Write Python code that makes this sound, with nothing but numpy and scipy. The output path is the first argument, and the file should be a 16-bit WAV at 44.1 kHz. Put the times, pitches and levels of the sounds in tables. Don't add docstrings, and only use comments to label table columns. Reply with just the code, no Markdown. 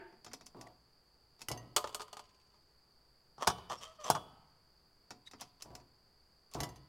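import sys
import numpy as np
from scipy import signal
from scipy.fft import rfft, irfft
from scipy.io import wavfile
from scipy.ndimage import uniform_filter1d

SR = 44100
rng = np.random.default_rng(int(sys.argv[2]) if len(sys.argv) > 2 else 0)


def to_wav(sig):
    pcm = np.clip(np.atleast_2d(sig), -1, 1) * 32767
    pcm = np.round(pcm).astype(np.int16)
    wavfile.write(sys.argv[1], SR, pcm.T)


N = 303496
TIME = np.arange(N) / SR

# f/Hz, relative level/dB
RAMP_GATE_COLOUR = [(30, -29), (58, 4.5), (80, -31), (125, 2.5), (200, -8.5), (290, -1), (436, -3),
                    (517, -2.5), (700, 2.5), (1130, -8), (1730, -20.5), (4700, -26.5), (10000, -35)]


def amp(db):
    return 10 ** (np.asarray(db) / 20)


def unit(x):
    return x / np.sqrt(np.mean(x ** 2) + 1e-20)


def read(points, hz):
    f, value = np.transpose(points)
    return np.interp(np.log(hz + 1), np.log(f + 1), value)


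def add(mix, s, sound):
    part = mix[max(round(s * SR), 0):][:len(sound)]
    part += sound[:len(part)]


def uneven(x, gain_db):
    return irfft(rfft(x) * amp(gain_db), len(x))


def tint(x, colour):
    return unit(uneven(x, read(colour, np.fft.rfftfreq(len(x), 1 / SR))))


def band(x, lo_hz, hi_hz):
    sos = signal.butter(3, [lo_hz, min(hi_hz, .49 * SR)], "band", fs=SR, output="sos")
    return signal.sosfilt(sos, x)


def fuzzy_tone(hz, width_hz, size=N):
    f = np.fft.rfftfreq(size, 1 / SR)
    resonance = 1 / (1 + (2 * (f - hz) / width_hz) ** 4)
    return unit(irfft(rfft(rng.standard_normal(size)) * resonance, size))


def grit(per_s, spread_db):
    sizes = amp(spread_db * np.minimum(rng.exponential(1, N), 4))
    hit = rng.random(N) < per_s / SR
    return unit(rng.standard_normal(N) * sizes * hit)


def fade(t, t60):
    return np.exp(-np.log(1000) * t / np.maximum(t60, 1e-3))


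def stroke(s, rise_s, length_s, fall_db_per_s):
    rise = np.clip((TIME - s) / rise_s, 0, 1) ** 2
    return rise * amp(-fall_db_per_s * np.clip(TIME - s - length_s, 0, 1))


def ringing(modes, t):
    hz, db, t60 = np.transpose(modes)[:, :, None]
    return amp(db) * fade(t, t60) * np.sin(2 * np.pi * hz * t)


def blows(rows, colour, modes, bands_db, clatter_t60, soft_rings, dull_rings, ring_db, cabinet_db,
          rattle_db, rattle_t60, bass_hold, ripple_db):
    # f/Hz, relative level/dB, t60/s
    cabinet_modes = [(60.9, -15, 0.46), (116.7, -12, 0.37), (141.8, -15, 0.17), (211, -15, 0.12),
                     (432.6, -19.5, 0.36), (724, -17, 0.37), (998, -23, .6), (1028, -34, 1.6),
                     (1070, -38.5, 1.4), (1283, -36.5, 1.2)]
    edges = [50, 350, 1500, 7500, 17000]
    tilt = [-0.76, -0.54, 0.03, 0.68]
    crack_db, crack_t60 = -6, 0.009

    out, t = np.zeros(N), np.arange(32768) / SR
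    head = SR // 100
    all_modes = list(modes) + [(hz, db + cabinet_db, t60) for hz, db, t60 in cabinet_modes]
    mode_hz = np.transpose(all_modes)[0]
    rings = amp(ring_db) * ringing(all_modes, t)
    mode_band = np.searchsorted(edges[1:-1], mode_hz)
    hz, knots_hz = np.fft.rfftfreq(len(t), 1 / SR), np.arange(0, SR / 2, 110)
    part_ripple = rng.standard_normal(len(knots_hz))
    usual_db = np.mean([row[1] for row in rows])

    for s, strength_db, brightness_db in rows:
        gains = amp(strength_db + np.array(bands_db) + brightness_db * np.array(tilt))
        t60 = clatter_t60 * amp(soft_rings * (usual_db - strength_db) - dull_rings * brightness_db)
        spot_ripple = rng.standard_normal(len(knots_hz))
        ripple = np.interp(hz, knots_hz, np.tanh((part_ripple + spot_ripple) / 2))
        clatter = tint(rng.standard_normal(len(t)), colour)
        dense = uneven(clatter, ripple_db * ripple * np.minimum(hz / edges[2], 1))
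        for k, hold in enumerate([bass_hold, 1, 1, 1]):
            crack = amp(crack_db) / hold * fade(t, crack_t60)
            rattle = amp(rattle_db) * fade(t, rattle_t60)
            burst = band(dense * (crack + fade(t, t60 * hold) + rattle), edges[k], edges[k + 1])
            add(out, s, gains[k] * burst / np.std(burst[:head]))
        contact = rng.choice([-1, 1], len(mode_hz)) * rng.uniform(.7, 1.3, len(mode_hz))
        add(out, s, (gains[mode_band] * contact) @ rings)
    return out


def background(air_db=-71, hiss_db=-73, hiss_hz=4680, hiss_width_hz=620):
    # f/Hz, relative level/dB
    air_colour = [(20, -1.5), (30, -23), (55, -1.5), (85, -12), (135, -10), (260, -18.5), (400, -15.5),
                  (550, -19), (850, -18.5), (1500, -23), (3000, -32.5), (6000, -33.5), (16000, -38.5)]
    # f/Hz, width/Hz, relative level/dB
    hollow_tones = [(361, 71, 8), (675, 110, 1.5), (890, 61, 4.5), (1630, 320, 2.5), (880, 3400, 4.5),
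                    (2400, 300, -28)]
    hollow_db, hollow_fall_db_per_s = -51.5, 102
    air = amp(air_db) * tint(rng.standard_normal(N), air_colour)
    hiss = amp(hiss_db) * fuzzy_tone(hiss_hz, hiss_width_hz)
    hollow = unit(sum(amp(db) * fuzzy_tone(hz, width_hz) for hz, width_hz, db in hollow_tones))
    return air + hiss + hollow * amp(hollow_db - hollow_fall_db_per_s * TIME)


def slot():
    # t/s, strength/dB, brightness/dB
    taps = [(0.1244, -61.5, -28.5), (0.246, -41.5, 1), (0.2639, -41.5, -12), (0.2793, -50.5, -16),
            (0.3148, -48, -16), (0.3332, -36.5, 6), (0.3362, -36, -4.5), (0.4103, -46.5, -10),
            (0.4608, -60, 24), (0.4654, -42, 7), (0.612, -40.5, 1), (1.3932, -52.5, -3), (1.4074, -47, -3),
            (1.4174, -35.5, 1), (5.1063, -35.5, -8.5), (5.3128, -45, -0.5), (5.335, -44, -16.5),
            (5.4105, -40.5, 14), (5.4160, -35.5, -8), (5.6222, -36.5, 10.5), (5.7518, -37.5, 2),
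            (5.8002, -54.5, -13), (6.5138, -53.5, 5), (6.537, -39.5, 6.5), (6.5454, -36, 3)]
    # f/Hz, relative level/dB
    colour = [(35, -44), (60, -19), (250, -1.5), (380, -11.5), (903, -8), (1440, -7.5), (1780, -8.5),
              (2650, -2), (3190, -1.5), (5860, 3), (8320, -16), (11000, -17), (16000, -31)]
    # f/Hz, relative level/dB, t60/s
    modes = [(927, -8, 0.0837), (2600, -14.5, .07), (5380, -23.5, .05), (7020, -10, 0.04)]
    return blows(taps, colour, modes, bands_db=[-30, -19, -13.5, -17.5], clatter_t60=0.059,
                 soft_rings=0.05, dull_rings=0.18, ring_db=5.0, cabinet_db=-1,
                 rattle_db=-16, rattle_t60=0.18, bass_hold=3.2, ripple_db=8.5)


def gate():
    # t/s, strength/dB, brightness/dB
    knocks = [(0.5468, -56.5, -10), (1.5022, -39, 3.5), (5.6558, -55.5, 0.5), (5.704, -53, 2),
              (6.5507, -41.5, -4)]
    return blows(knocks, RAMP_GATE_COLOUR, [], bands_db=[-7.0, -3, -18, -32.5], clatter_t60=0.19,
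                 soft_rings=-0.083, dull_rings=-0.28, ring_db=4.5, cabinet_db=4.5,
                 rattle_db=-14.0, rattle_t60=0.12, bass_hold=3.35, ripple_db=5.0)


def rolling(panel_db=-3, attack_s=0.012):
    # t/s, length/s, level/dB, fall/(dB/s)
    rumbles = [(0.553, 0.12, -57, 173), (1.52, 0.052, -55.5, 99), (5.634, 0.16, -63, 246),
               (6.556, 0.073, -45.5, 171)]
    panels = unit(sum(fuzzy_tone(hz, width_hz=7.9) for hz in [138.3, 722, 974, 1138.4]))
    drumming = tint(grit(per_s=5100, spread_db=1.0), RAMP_GATE_COLOUR)
    rumble = unit(drumming + amp(panel_db) * panels)
    return rumble * sum(amp(db) * stroke(s, attack_s, length_s, fall) for s, length_s, db, fall in rumbles)


def squeaks(width_hz=420, scratch_db=-9):
    # t/s, length/s, f/Hz, level/dB
    rows = [(0.666, 0.014, 2010, -61.5), (3.761, 0.059, 5520, -61.5), (4.037, 0.015, 6100, -46.5),
            (5.254, 0.041, 3780, -56.5), (5.271, 0.014, 1970, -60.5), (5.619, 0.0076, 4100, -54.5)]
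    out = np.zeros(N)
    for s, length_s, hz, db in rows:
        size = int(length_s * SR)
        scratch = unit(band(rng.standard_normal(size), 1200, 9000))
        squeak = fuzzy_tone(hz, width_hz, size=size) + amp(scratch_db) * scratch
        add(out, s, amp(db) * unit(squeak * np.hanning(size)))
    return out


def checker():
    # t/s, strength/dB, brightness/dB
    hits = [(1.4851, -24.5, 1.5), (1.515, -26, -4), (1.575, -47.5, 0), (6.6037, -24.5, -2.5),
            (6.633, -26.5, -3.5), (6.6905, -46, 1), (6.7598, -48.5, -4)]
    # f/Hz, relative level/dB
    colour = [(35, -38), (60, -7), (146, 0), (212, -14), (294, -3.5), (527, -3), (651, -1), (924, -11),
              (1380, -7), (1550, -14), (1950, -9), (3580, -8.5), (6000, -7), (13900, -19), (16000, -41.5)]
    # f/Hz, relative level/dB, t60/s
    modes = [(830, 0.5, 0.033), (1992, -18, 0.24), (2940, -22.5, 0.1386), (4614, -22, 0.19),
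             (6000, -10, 0.047), (6400, -12.5, .07), (6630, -6.5, 0.013), (12480, -11, 0.055),
             (14400, -9.5, .05)]
    return blows(hits, colour, modes, bands_db=[-26.5, -22.0, -16.5, -20.5], clatter_t60=0.0666,
                 soft_rings=0.096, dull_rings=0.367, ring_db=8, cabinet_db=-4,
                 rattle_db=-14.0, rattle_t60=0.16, bass_hold=2.5, ripple_db=14)


def pings():
    # t/s, level/dB
    contacts = [(1.575, -49.5), (6.691, -59), (6.758, -65)]
    # f/Hz, relative level/dB, t60/s
    coin_modes = [(6245, 0, 0.1), (1900, -8.5, 0.23), (2790, -8, 0.12), (4690, -5, 0.1008),
                  (7327, -21.5, 0.111), (9170, -7, 0.037), (14000, -19, 0.087)]
    out, t = np.zeros(N), np.arange(SR // 4) / SR
    ring = ringing(coin_modes, t).sum(axis=0)
    for s, db in contacts:
        add(out, s, amp(db) * ring)
    return out


def tray():
    # t/s, strength/dB, brightness/dB
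    hits = [(1.7634, -19, 7.5), (1.7664, -20.5, 6), (1.7804, -29.5, -1.5), (1.8422, -34.5, -16),
            (1.8731, -39, -4), (1.8924, -45.5, -2), (1.927, -50.5, -4), (1.9465, -28, 7),
            (1.9964, -40.5, -7), (2.0053, -38, -5.5), (2.0174, -38, 2.5), (2.0806, -51.5, -4),
            (2.1296, -39, -0.5), (2.169, -40, -2), (2.1934, -41.5, -3), (2.541, -62, -11)]
    # f/Hz, relative level/dB
    colour = [(35, -36.5), (60, -8.5), (164, -23.5), (380, -13.5), (437, -15.5), (503, -10), (579, -9.5),
              (991, 0.5), (1700, -15.5), (3040, -7), (4030, -12.5), (4530, -5.5), (5330, -11.5),
              (8510, -21.5), (16000, -37)]
    # f/Hz, relative level/dB, t60/s
    modes = [(423.3, -12.5, 0.16), (597, -9.5, 0.17), (1018, -12, 0.18), (1080, -10.5, .16),
             (1225, -2.5, 0.13), (2970, -21, 0.21), (3496, -7, 0.033), (4420, -5.5, 0.051),
             (7000, -7.5, 0.057), (8300, -6.5, 0.053), (11800, -16.5, 0.12)]
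    return blows(hits, colour, modes, bands_db=[-29.5, -11.5, -12.5, -17.5], clatter_t60=0.056,
                 soft_rings=0.15, dull_rings=-0.072, ring_db=0.5, cabinet_db=0,
                 rattle_db=-17.5, rattle_t60=0.19, bass_hold=1.2, ripple_db=5)


def rocking(start_s=2.239, turn_s=0.0535, shrink=0.995, second_s=.015, db=-67, fall_db=2.2, uneven_db=2,
            t60=0.051, ring_db=-2):
    out, t = np.zeros(N), np.arange(SR // 8) / SR
    for k in range(11):
        s = start_s + turn_s * np.sum(min(shrink, 1) ** np.arange(k))
        for delay_s in (0, second_s):
            tick = unit(band(rng.standard_normal(len(t)), 2000, 6400))
            tones = [fuzzy_tone(hz, width_hz=240, size=len(t)) for hz in [2550, 3000, 5600, 6700, 8150]]
            gain = amp(db - fall_db * k + uneven_db * rng.standard_normal())
            add(out, s + delay_s, gain * (tick + amp(ring_db) * unit(sum(tones))) * fade(t, t60))
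    return out


def flap():
    # t/s, strength/dB, brightness/dB
    hits = [(3.3803, -49, -11.5), (3.4715, -19.5, 2), (3.4746, -14, 4.5), (3.4995, -26.5, -3.5),
            (3.5828, -45.5, -9.5), (3.7045, -39.5, -11.5), (4.0435, -42, 1), (4.1009, -22, -4.5),
            (4.1021, -18.5, 14), (4.15, -28.5, -5)]
    # f/Hz, relative level/dB
    colour = [(60, -15.5), (124, 1), (230, -13), (320, -17.5), (417, -3), (520, -12), (680, -5), (880, 1.5),
              (1100, -1.5), (1350, -6), (1600, -12.5), (2050, -22.5), (3040, -15), (4000, -13.5),
              (5800, -12), (8500, -22.5), (12100, -29.5), (16000, -41.5)]
    # f/Hz, relative level/dB, t60/s
    modes = [(576.5, -27, 0.25), (890, -4.5, .09), (1070, -19, 0.222), (1133, -14.5, 0.19),
             (1652, -15, 0.078), (2870, -24, 0.18), (3040, -26, .26), (3025, -26.5, 0.68),
             (3360, -19.5, 0.37), (3570, -19.5, 0.22), (5920, -25.5, .25), (8807, -21, .25),
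             (9724, -18, .15), (12240, -26, 0.2)]
    return blows(hits, colour, modes, bands_db=[-25, -10.5, -15, -23.0], clatter_t60=0.079,
                 soft_rings=0.061, dull_rings=0.074, ring_db=-0.5, cabinet_db=-0.5,
                 rattle_db=-22, rattle_t60=0.14, bass_hold=2.15, ripple_db=10.0)


def rubbing(strokes, body_db, grit_db, sing_db, judder_db=4.5, fall_db_per_s=401):
    # f/Hz, relative level/dB
    grain_colour = [(100, -5), (300, -15.5), (600, -2), (850, -8.5), (1120, 3.5), (1280, -4.5),
                    (1550, -21.5), (1750, -15), (2300, -23), (3250, -12.5), (3950, -23), (6000, -18),
                    (7300, -24), (9600, -31), (16000, -42.5)]
    grains = tint(grit(per_s=1800, spread_db=2.0), grain_colour)
    singing = np.zeros(N)
    for hz in [3160, 4375, 5540, 5840, 7470]:
        grip = unit(uniform_filter1d(rng.standard_normal(N), size=900))
        singing += fuzzy_tone(hz, width_hz=160) * amp(2 * judder_db * grip)
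    body = amp(body_db) * unit(band(grains, 220, 1700))
    scratch = unit(band(grains, 1900, 16000))
    bright = amp(grit_db) * unit(scratch + amp(sing_db) * unit(singing))
    out = np.zeros(N)
    for s, rise_s, length_s, low_db, high_db in strokes:
        out += (amp(low_db) * body + amp(high_db) * bright) * stroke(s, rise_s, length_s, fall_db_per_s)
    return out


def scraping():
    # t/s, rise/s, length/s, relative body level/dB, relative grit level/dB
    strokes = [(3.388, 0.036, 0.041, -32.5, -43.5), (3.688, 0.014, 0.039, -36.5, -45.5),
               (3.80, 0.023, 0.042, -49, -48), (3.865, 0.019, 0.093, -66.5, -69),
               (3.988, 0.015, 0.045, -57.5, -60.5), (4.035, 0.018, 0.066, -37, -44.5),
               (4.148, 0.008, 0.017, -36, -57)]
    return rubbing(strokes, body_db=-5, grit_db=-2.5, sing_db=-6)


def hinge(jitter=0.014, partials_db=(0, -1, -17, -22, -14), attack_s=0.014, fall_db_per_s=451):
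    # t/s, length/s, starting f/Hz, glide/(Hz/s), level/dB
    creaks = [(3.819, 0.095, 620.4, 308, -60), (3.98, 0.048, 638, -1000, -52.5)]
    out = np.zeros(N)
    for s, length_s, hz, glide_hz_per_s, db in creaks:
        waver = 1 + jitter * unit(uniform_filter1d(rng.standard_normal(N), size=150))
        pitch_hz = (hz + glide_hz_per_s * np.clip(TIME - s, 0, length_s)) * waver
        phase = 2 * np.pi * np.cumsum(pitch_hz) / SR
        note = sum(amp(partial_db) * np.sin((k + 1) * phase) for k, partial_db in enumerate(partials_db))
        out += amp(db) * stroke(s, attack_s, length_s, fall_db_per_s) * note
    return out


def slam(s=4.1, length_s=0.0053, hz=800, db=-14, puff_hz=330, puff_db=-25):
    out, t = np.zeros(N), np.arange(int(length_s * SR)) / SR
    clap = amp(db) * np.sin(2 * np.pi * hz * t)
    puff = amp(puff_db) * np.sin(2 * np.pi * puff_hz * (t - length_s / 2))
    add(out, s, np.hanning(len(t)) * (clap + puff))
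    return out


def sliding():
    # t/s, rise/s, length/s, relative body level/dB, relative grit level/dB
    slides = [(5.38, 0.021, 0.051, -62.5, -51.5), (5.592, 0.015, 0.03, -71, -57.5),
              (6.512, 0.0076, 0.024, -67, -61)]
    return rubbing(slides, body_db=0.5, grit_db=-8.5, sing_db=-21)


def cabinet(x):
    # f/Hz, t60/s
    ring_time = [(100, 1.63), (400, 0.46), (1000, 0.96), (2000, 1.46), (3200, 0.87), (6000, 0.63),
                 (14000, 0.57)]
    # f/Hz, level/dB
    ring_level = [(100, -10), (400, -10.5), (1000, -21), (2000, -22), (3200, -16), (6000, -29),
                  (14000, -21.5)]
    hz, t, z = signal.stft(rng.standard_normal(SR), SR, nperseg=256)
    decay = fade(t, read(ring_time, hz)[:, None])
    decay *= amp(read(ring_level, hz))[:, None] / np.sqrt(SR * np.mean(decay ** 2, axis=1, keepdims=True))
    tail = signal.istft(z * decay, SR, nperseg=256)[1]
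    return signal.fftconvolve(x, tail)[:N]


def sideways(machine, air_db=-1, machine_db=-2, spread_t60=.03):
    # f/Hz, relative side level/dB
    air_width = [(60, -21.5), (110, -19), (200, -19.5), (380, -18.5), (700, -17.5), (1290, -29),
                 (2380, -8.5), (4400, -32), (8120, -2), (15000, -2.5)]
    # f/Hz, relative side level/dB
    machine_width = [(60, -28.5), (110, -46), (200, -40.5), (380, -34), (700, -43), (1290, -46),
                     (2380, -38), (4400, -32.5), (8120, -26), (15000, -16.5)]
    hz, t = np.fft.rfftfreq(N, 1 / SR), np.arange(SR // 20) / SR
    spread = rng.standard_normal(len(t)) * fade(t, spread_t60)
    noisy_machine = signal.fftconvolve(machine, spread / np.linalg.norm(spread))[:N]
    air_side = uneven(background(), air_db + read(air_width, hz))
    return air_side + uneven(noisy_machine, machine_db + read(machine_width, hz))


def scene():
    machine = slot() + gate() + rolling() + squeaks() + checker() + pings() + tray() + rocking()
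    machine += flap() + scraping() + hinge() + slam() + sliding()
    mid = machine + cabinet(machine) + background()
    side = sideways(machine)
    return np.array([mid + side, mid - side])


def record(dry, edge_hz=16450):
    lowpass = signal.firwin(511, edge_hz, window=("kaiser", 9), fs=SR)
    return signal.oaconvolve(dry, lowpass[None], "same")


dry = scene()
out = record(dry)
to_wav(out)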